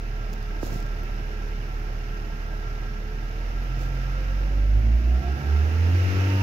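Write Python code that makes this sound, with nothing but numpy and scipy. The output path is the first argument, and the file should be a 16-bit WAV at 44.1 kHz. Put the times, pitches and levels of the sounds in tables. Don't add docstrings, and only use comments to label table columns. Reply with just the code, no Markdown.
import sys
import numpy as np
from scipy import signal
from scipy.fft import rfft, irfft
from scipy.io import wavfile
from scipy.ndimage import uniform_filter1d

SR = 44100
rng = np.random.default_rng(int(sys.argv[2]) if len(sys.argv) > 2 else 0)


def attenuation_scalar(level_db):
    decades = np.asarray(level_db, float) / 20
    return 10 ** decades


def inscribe(sig):
    pcm = np.round(np.clip(np.atleast_2d(sig).T, -1, 1) * 32767)
    wavfile.write(sys.argv[1], SR, pcm.astype(np.int16))


N = 283122


def rms_one(x):
    return x / np.sqrt(np.mean(x ** 2) + 1e-20)


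def in_time(rows):
    times, *columns = np.transpose(rows)
    return [np.interp(np.arange(N) / SR, times, column) for column in columns]


def at_hz(points, hz):
    table_hz, value = np.array(points).T[:2]
    return np.interp(np.log(hz), np.log(table_hz), value)


def coloured(spectrum):
    return lambda hz: attenuation_scalar(at_hz(spectrum, hz)) * (hz > spectrum[0][0]) * (hz < spectrum[-1][0])


def lift_db(modes, hz):
    return sum(db / (1 + (2 * (hz - centre) / width) ** 2) for centre, width, db in modes)


def drift(rate):
    hop = 40
    pole = np.exp(-2 * np.pi * hop * rate / SR)
    noise = rng.standard_normal(N // hop + 2002)
    slow = signal.lfilter([1], [1, -2 * pole, pole * pole], noise)[2000:]
    return np.interp(np.arange(N) / hop, np.arange(len(slow)), rms_one(slow))


def at_ports(shape):
    # (frequency [Hz], common share of power)
    shared_power = [(60, 1), (120, 0.97), (250, 0.81), (500, 0.56), (800, 0.86), (1100, 0.68), (1400, 0.48),
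                    (2500, 0.15), (5000, 0.11), (12000, 0.11)]
    # (frequency [Hz], left minus right [dB])
    side_balance = [(60, -7), (120, 4), (240, -4.5), (480, -6), (950, 1.5), (1890, -4.5), (3770, -9),
                    (7520, -7.5), (15000, -3)]
    lag_s = 0.00031
    hz = np.maximum(np.fft.rfftfreq(N, 1 / SR), 1)
    common, left, right = rfft(rng.standard_normal((3, N)))
    share = np.clip(at_hz(shared_power, hz), 0, 1)
    late = common * np.exp(-2j * np.pi * hz * lag_s)
    pair = np.sqrt(share) * np.array([late, common])
    pair += np.sqrt(1 - share) * np.array([left, right])
    balance = attenuation_scalar(np.outer([.5, -.5], at_hz(side_balance, hz)))
    pair = irfft(pair * shape(hz) * balance, N)
    return pair / np.sqrt(np.mean(pair.mean(axis=0) ** 2))


def air_hiss(load_db):
    # (frequency [Hz], density [dB per Hz])
    hiss_spectrum = [(7000, -20), (8200, -9.5), (9500, -2), (11500, 4.5), (14500, 4), (15750, 0)]
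    return attenuation_scalar(-68 + 0.81 * load_db + 0.34 * drift(5.5)) * at_ports(coloured(hiss_spectrum))


def block_rumble(hz, load_db):
    # (frequency [Hz], density [dB per Hz])
    rumble_spectrum = [(28, -35), (45, -10), (70, -4.5), (110, 0.5), (150, -8), (200, -9.5), (250, -14),
                       (320, -5.5), (400, -11.5), (550, -12), (750, -10.5), (1000, -17)]
    thump = 1 + .15 * np.cos(2 * np.pi * np.cumsum(hz) / SR)
    return attenuation_scalar(-44.5 + 0.61 * load_db + 1.24 * drift(5.4)) * thump * at_ports(coloured(rumble_spectrum))


def valve_clatter(hz, clatter_db):
    # (frequency [Hz], density [dB per Hz])
    clatter_spectrum = [(400, -27), (600, -28), (750, -28), (1050, -7), (1400, -3.5), (2100, -6),
                        (2900, -10.5), (3300, -17.5), (4500, -19), (5400, -17), (6400, -21), (7200, -28),
                        (7900, -39), (9000, -41)]
    gate = 1 + .08 * np.sin(2 * np.pi * np.cumsum(hz) / SR)
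    return attenuation_scalar(clatter_db + .3 * drift(12.0)) * gate * at_ports(coloured(clatter_spectrum))


def panel_group(rows, swing_db):
    def peaks(f):
        power = 0
        for centre, width, db in rows:
            power += attenuation_scalar(2 * db) / width / (1 + (2 * (f - centre) / width) ** 2) ** 1.41
        return np.sqrt(power)
    total_db = 10 * np.log10(sum(attenuation_scalar(2 * db) for centre, width, db in rows))
    return attenuation_scalar(total_db + swing_db + 1.0 * drift(3.0)) * at_ports(peaks)


def ringing_panels(hz, clatter_db):
    # (centre [Hz], width [Hz], level [dB])
    panel_modes = [(718, 61, -64), (901, 20, -65), (1262, 22, -66.5), (1351, 37, -56), (1608, 37, -58),
                   (1883, 35, -71), (2385, 31, -73), (2603, 40, -68), (2747, 48, -68), (2894, 91, -72),
                   (3576, 28, -75.5), (5250, 560, -71)]
    # (centre [Hz], width [Hz], lift [dB])
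    panel_drive = [(44, 8.9, 2), (56.8, 6.9, -9.5), (74, 14, 4.5), (87, 6, -4)]
    driven = [row for row in panel_modes if 2000 < row[0] < 3200]
    others = [row for row in panel_modes if row not in driven]
    rise_db = clatter_db - clatter_db[0]
    out = panel_group(others, 0.45 * rise_db + lift_db(panel_drive, hz))
    return out + panel_group(driven, 1.63 * rise_db)


def finger_ticks():
    # (time [s], peak [dB], thinness [0-1])
    tick_events = [(.325, -40, 1), (0.331, -30.5, 0.1), (0.3364, -29.5, 0.04), (.3505, -39, .7),
                   (.428, -38, 0), (.5995, -40, 1), (.712, -43, .1), (0.7398, -42, 0.2), (0.7605, -39, 0.4),
                   (0.8035, -36, 0), (0.827, -36, 0), (0.8649, -40, .1), (.919, -45, 0), (1.0344, -31, .95)]
    out, t = np.zeros(N), np.arange(SR // 20) / SR
    thin = signal.butter(4, 11000, "high", fs=SR, output="sos")
    for s, db, thinness in tick_events:
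        tick = attenuation_scalar(db - 3.0) * rng.standard_normal(len(t)) * np.exp(-t / 0.00072)
        tick += np.clip(thinness, 0, 1) * (signal.sosfilt(thin, tick) - tick)
        out[round(s * SR):][:len(t)] += tick
    return out


def casing_knocks():
    # (time [s], peak [dB], pitch [Hz], stiffening [ratio], decay [s])
    knock_events = [
        (0.63, -15, 296, 2.1, 0.004),
        (0.633, -23, 130, .3, 0.006),
        (0.722, -18.5, 131, 0.46, 0.0033),
        (0.759, -16, 140, 0.62, 0.0032),
    ]
    ways = [-1, -1, -1, 1]
    out, t = np.zeros(N), np.arange(SR // 20) / SR
    for (s, db, hz, stiffening, decay), way in zip(knock_events, ways):
        cycles = hz * (t + stiffening * 0.0011 * (1 - np.exp(-t / 0.0009)))
        envelope = np.exp(-t / decay) * (1 - np.exp(-t / .001))
        out[round(s * SR):][:len(t)] += way * attenuation_scalar(db) * np.sin(2 * np.pi * cycles) * envelope
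    return out


def rub_envelope(start, hold, release, db):
    attack_s, low_db = 0.032, db - 15
    times = start + np.cumsum([-.01, .01, attack_s, hold, release, .01])
    return attenuation_scalar(in_time(list(zip(times, [-140, low_db, db, db, low_db, -140])))[0])


def hand():
    # (start [s], hold [s], release [s], level [dB])
    rub_events = [
        (0.6, 0.11, 0.11, -47.5),
        (3.77, 0.03, 0.067, -51.5),
    ]
    # (frequency [Hz], density [dB per Hz])
    casing_spectrum = [(1500, -27), (3000, -0.5), (5500, 3.5), (7000, 2.5), (8300, -9.5), (10000, -8),
                       (13000, -3), (15750, -3)]
    level = sum(rub_envelope(*row) for row in rub_events)
    scrape = level * attenuation_scalar(2.1 * drift(40.0)) * rng.standard_normal((2, N))
    hz = np.maximum(np.fft.rfftfreq(N, 1 / SR), 1)
    bright = irfft(rfft(finger_ticks() + scrape) * coloured(casing_spectrum)(hz), N)
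    band = signal.butter(2, [90, 450], "band", fs=SR, output="sos")
    low = signal.sosfilt(band, rng.standard_normal((2, N)))
    shudder = attenuation_scalar(6.5) * level * (np.arange(N) < SR) * rms_one(low)
    return bright * attenuation_scalar([[-2.5], [2.5]]) + casing_knocks() * attenuation_scalar([[-5.0], [3.0]]) + shudder


def order(turns, multiple, db, flutter_db, wobble, in_step=False, haste=1):
    start = rng.random()
    phase = 2 * np.pi * (multiple * turns + (0 if in_step else start)) + wobble * drift(4.33 * haste)
    return -np.sqrt(2) * attenuation_scalar(db + flutter_db * drift(12.1)) * np.cos(phase)


def alternator(hz):
    # (centre [Hz], width [Hz], lift [dB])
    bracket_modes = [(478, 46, -10), (624, 70, -7), (677, 20, -5), (716, 30, 3), (750, 25, 4),
                     (804, 45, -3), (850, 40, -5), (900, 40, -4), (1040, 160, -28)]
    whine_hz = hz * (11.33 + .02 * (hz - hz[0]))
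    wobble = .9 * (hz / hz[0]) ** 2
    level_db = -49 + lift_db(bracket_modes, whine_hz)
    return order(np.cumsum(whine_hz) / SR, 1, level_db, flutter_db=2.6, wobble=wobble)


def timing_chain(hz, turns):
    # (centre [Hz], width [Hz], lift [dB])
    cover_modes = [(2400, 90, 8), (2600, 80, 5), (2745, 50, 21)]
    links = 28.4
    level_db = -67.5 + lift_db(cover_modes, links * hz)
    return order(turns, links, level_db, flutter_db=1.2, wobble=1.5, haste=6)


def belt_pump(hz, turns):
    # (centre [Hz], width [Hz], lift [dB])
    pump_modes = [(637, 58, 9), (699, 54, 18), (760, 20, 4.5), (766, 45, 6.5), (860, 87, 11.5),
                  (915, 40, 6)]
    vanes = 10.6
    level_db = -63 + lift_db(pump_modes, vanes * hz)
    return order(turns, vanes, level_db, flutter_db=2.5, wobble=1.4, haste=4)


def uneven_growl(hz, turns, load_db):
    # (multiple of firing rate [ratio], level [dB])
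    growl_orders = [(.75, -51), (1.25, -58.5), (1.5, -57.5), (2.5, -61), (2.75, -59.5), (3.5, -57.5),
                    (4.5, -58.5), (5, -58.5), (5.5, -56), (6, -60), (6.5, -64.5), (7.5, -67.5),
                    (9.5, -66.5), (3.57, -58.5)]
    # (centre [Hz], width [Hz], lift [dB])
    cabin_modes = [(118, 28, 6.5), (199, 9, 2.5), (238, 8, -0.5), (279, 15, -0.5), (315.4, 10, 6),
                   (374, 86, 4.5), (473, 22, 6), (516, 30, 2.5), (570, 30, -13), (706, 28, 12),
                   (913, 33, 17.5), (1080, 78, -18)]
    growl_db = 1 + 0.3 * load_db
    out = np.zeros(N)
    for k, db in growl_orders:
        level_db = db + growl_db + lift_db(cabin_modes, k * hz)
        out += order(turns, k, level_db, flutter_db=3.5, wobble=.8, haste=3)
    return out


def firing_multiples(hz, turns):
    # (multiple of firing rate [ratio], centre [Hz], width [Hz], lift [dB])
    mount_modes = [(2, 92, 1.8, 6), (2, 68, 2.7, 1), (2, 104.4, 9.2, 13.5), (2, 111.5, 6.1, 8.5),
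                   (2, 130, 7.4, 5.5), (2, 142, 3.2, 10), (2, 157, 6, -9), (2, 174, 3.3, 8),
                   (2, 179, 3.7, -9), (2, 192, 14, 7), (3, 129.5, 3.1, 2.5), (3, 133, 6.6, 9.5),
                   (3, 144, 4.9, 5.5), (3, 189.7, 9.2, 9), (3, 262, 9.6, 8), (3, 279, 3.3, 6.5),
                   (3, 288, 11.5, 12), (4, 222, 16, 14), (4, 240, 18, 13), (4, 262, 8, 4),
                   (4, 310, 15, 8.5), (4, 368, 42, 11.5)]

    def passed(k, db):
        return db + lift_db([row[1:] for row in mount_modes if round(row[0]) == k], k * hz)
    out = order(turns, 2, passed(2, -44.5), flutter_db=1.6, wobble=.25, in_step=True)
    out += order(turns, 3, passed(3, -47.5), flutter_db=1.6, wobble=.3, in_step=True)
    return out + order(turns, 4, passed(4, -55), flutter_db=1.8, wobble=.3)


def firing_boom(hz, turns):
    # (centre [Hz], width [Hz], lift [dB])
    boom_modes = [(52.8, 13.4, 13.5), (54, 1.5, -5.5), (58.5, 1, -6), (61.4, 8.9, 6.5), (64.8, 1.1, -18),
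                  (70, 1.7, -15.5), (71.05, 1.15, -12.5), (74, 15.7, 9.5), (79.8, 5.5, -4.5),
                  (90.9, 22.2, 14), (92.56, 3.2, -8.5), (97, 5, 1.5)]
    # (centre [Hz], width [Hz], left minus right [dB])
    boom_leans = [(77.4, 29, -2.5), (92.26, 2.8, 11), (97.6, 7.4, 2.5)]
    swell = uniform_filter1d(attenuation_scalar(-33 + lift_db(boom_modes, hz)), size=1300)
    boom = swell * order(turns, 1, 0, flutter_db=0.8, wobble=0.05, in_step=True)
    return boom * attenuation_scalar(np.outer([.5, -.5], -2 + lift_db(boom_leans, hz)))


def engine_tones(hz, load_db):
    turns = np.cumsum(hz) / SR
    upper = firing_multiples(hz, turns) + uneven_growl(hz, turns, load_db)
    upper += alternator(hz) + timing_chain(hz, turns) + belt_pump(hz, turns)
    late = np.roll(upper, round(0.00019 * SR))
    return firing_boom(hz, turns) + np.array([late, upper]) * attenuation_scalar([[-2.2], [2.2]])


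def scene():
    # (time [s], firing rate [Hz], load over idle [dB])
    throttle = [(0, 37.4, -1), (1, 37.4, .6), (3.07, 37.5, -.6), (3.33, 39.2, 0), (3.59, 42.6, 1),
                (3.76, 43.7, 2), (4.05, 44.4, 2.5), (4.31, 45.9, 2), (4.58, 48.9, 1), (4.76, 51.9, .3),
                (4.86, 55.2, 1.2), (5.08, 59.6, 1.5), (5.4, 70.6, 4), (5.61, 75.4, 5), (5.79, 83.2, 6.3),
                (5.97, 89.2, 8.8), (6.2, 94.5, 10.5), (6.42, 97, 10.3)]
    hz, load_db = in_time(throttle)
    clatter_db = -50.5 + 0.9 * load_db
    block = air_hiss(load_db) + block_rumble(hz, load_db)
    block += valve_clatter(hz, clatter_db) + ringing_panels(hz, clatter_db)
    return block + hand() + engine_tones(hz, load_db)


def band_limit(x):
    return signal.sosfilt(signal.butter(12, 16520, fs=SR, output="sos"), x)


def record(dry):
    return band_limit(dry)


dry = scene()
out = record(dry)
inscribe(out)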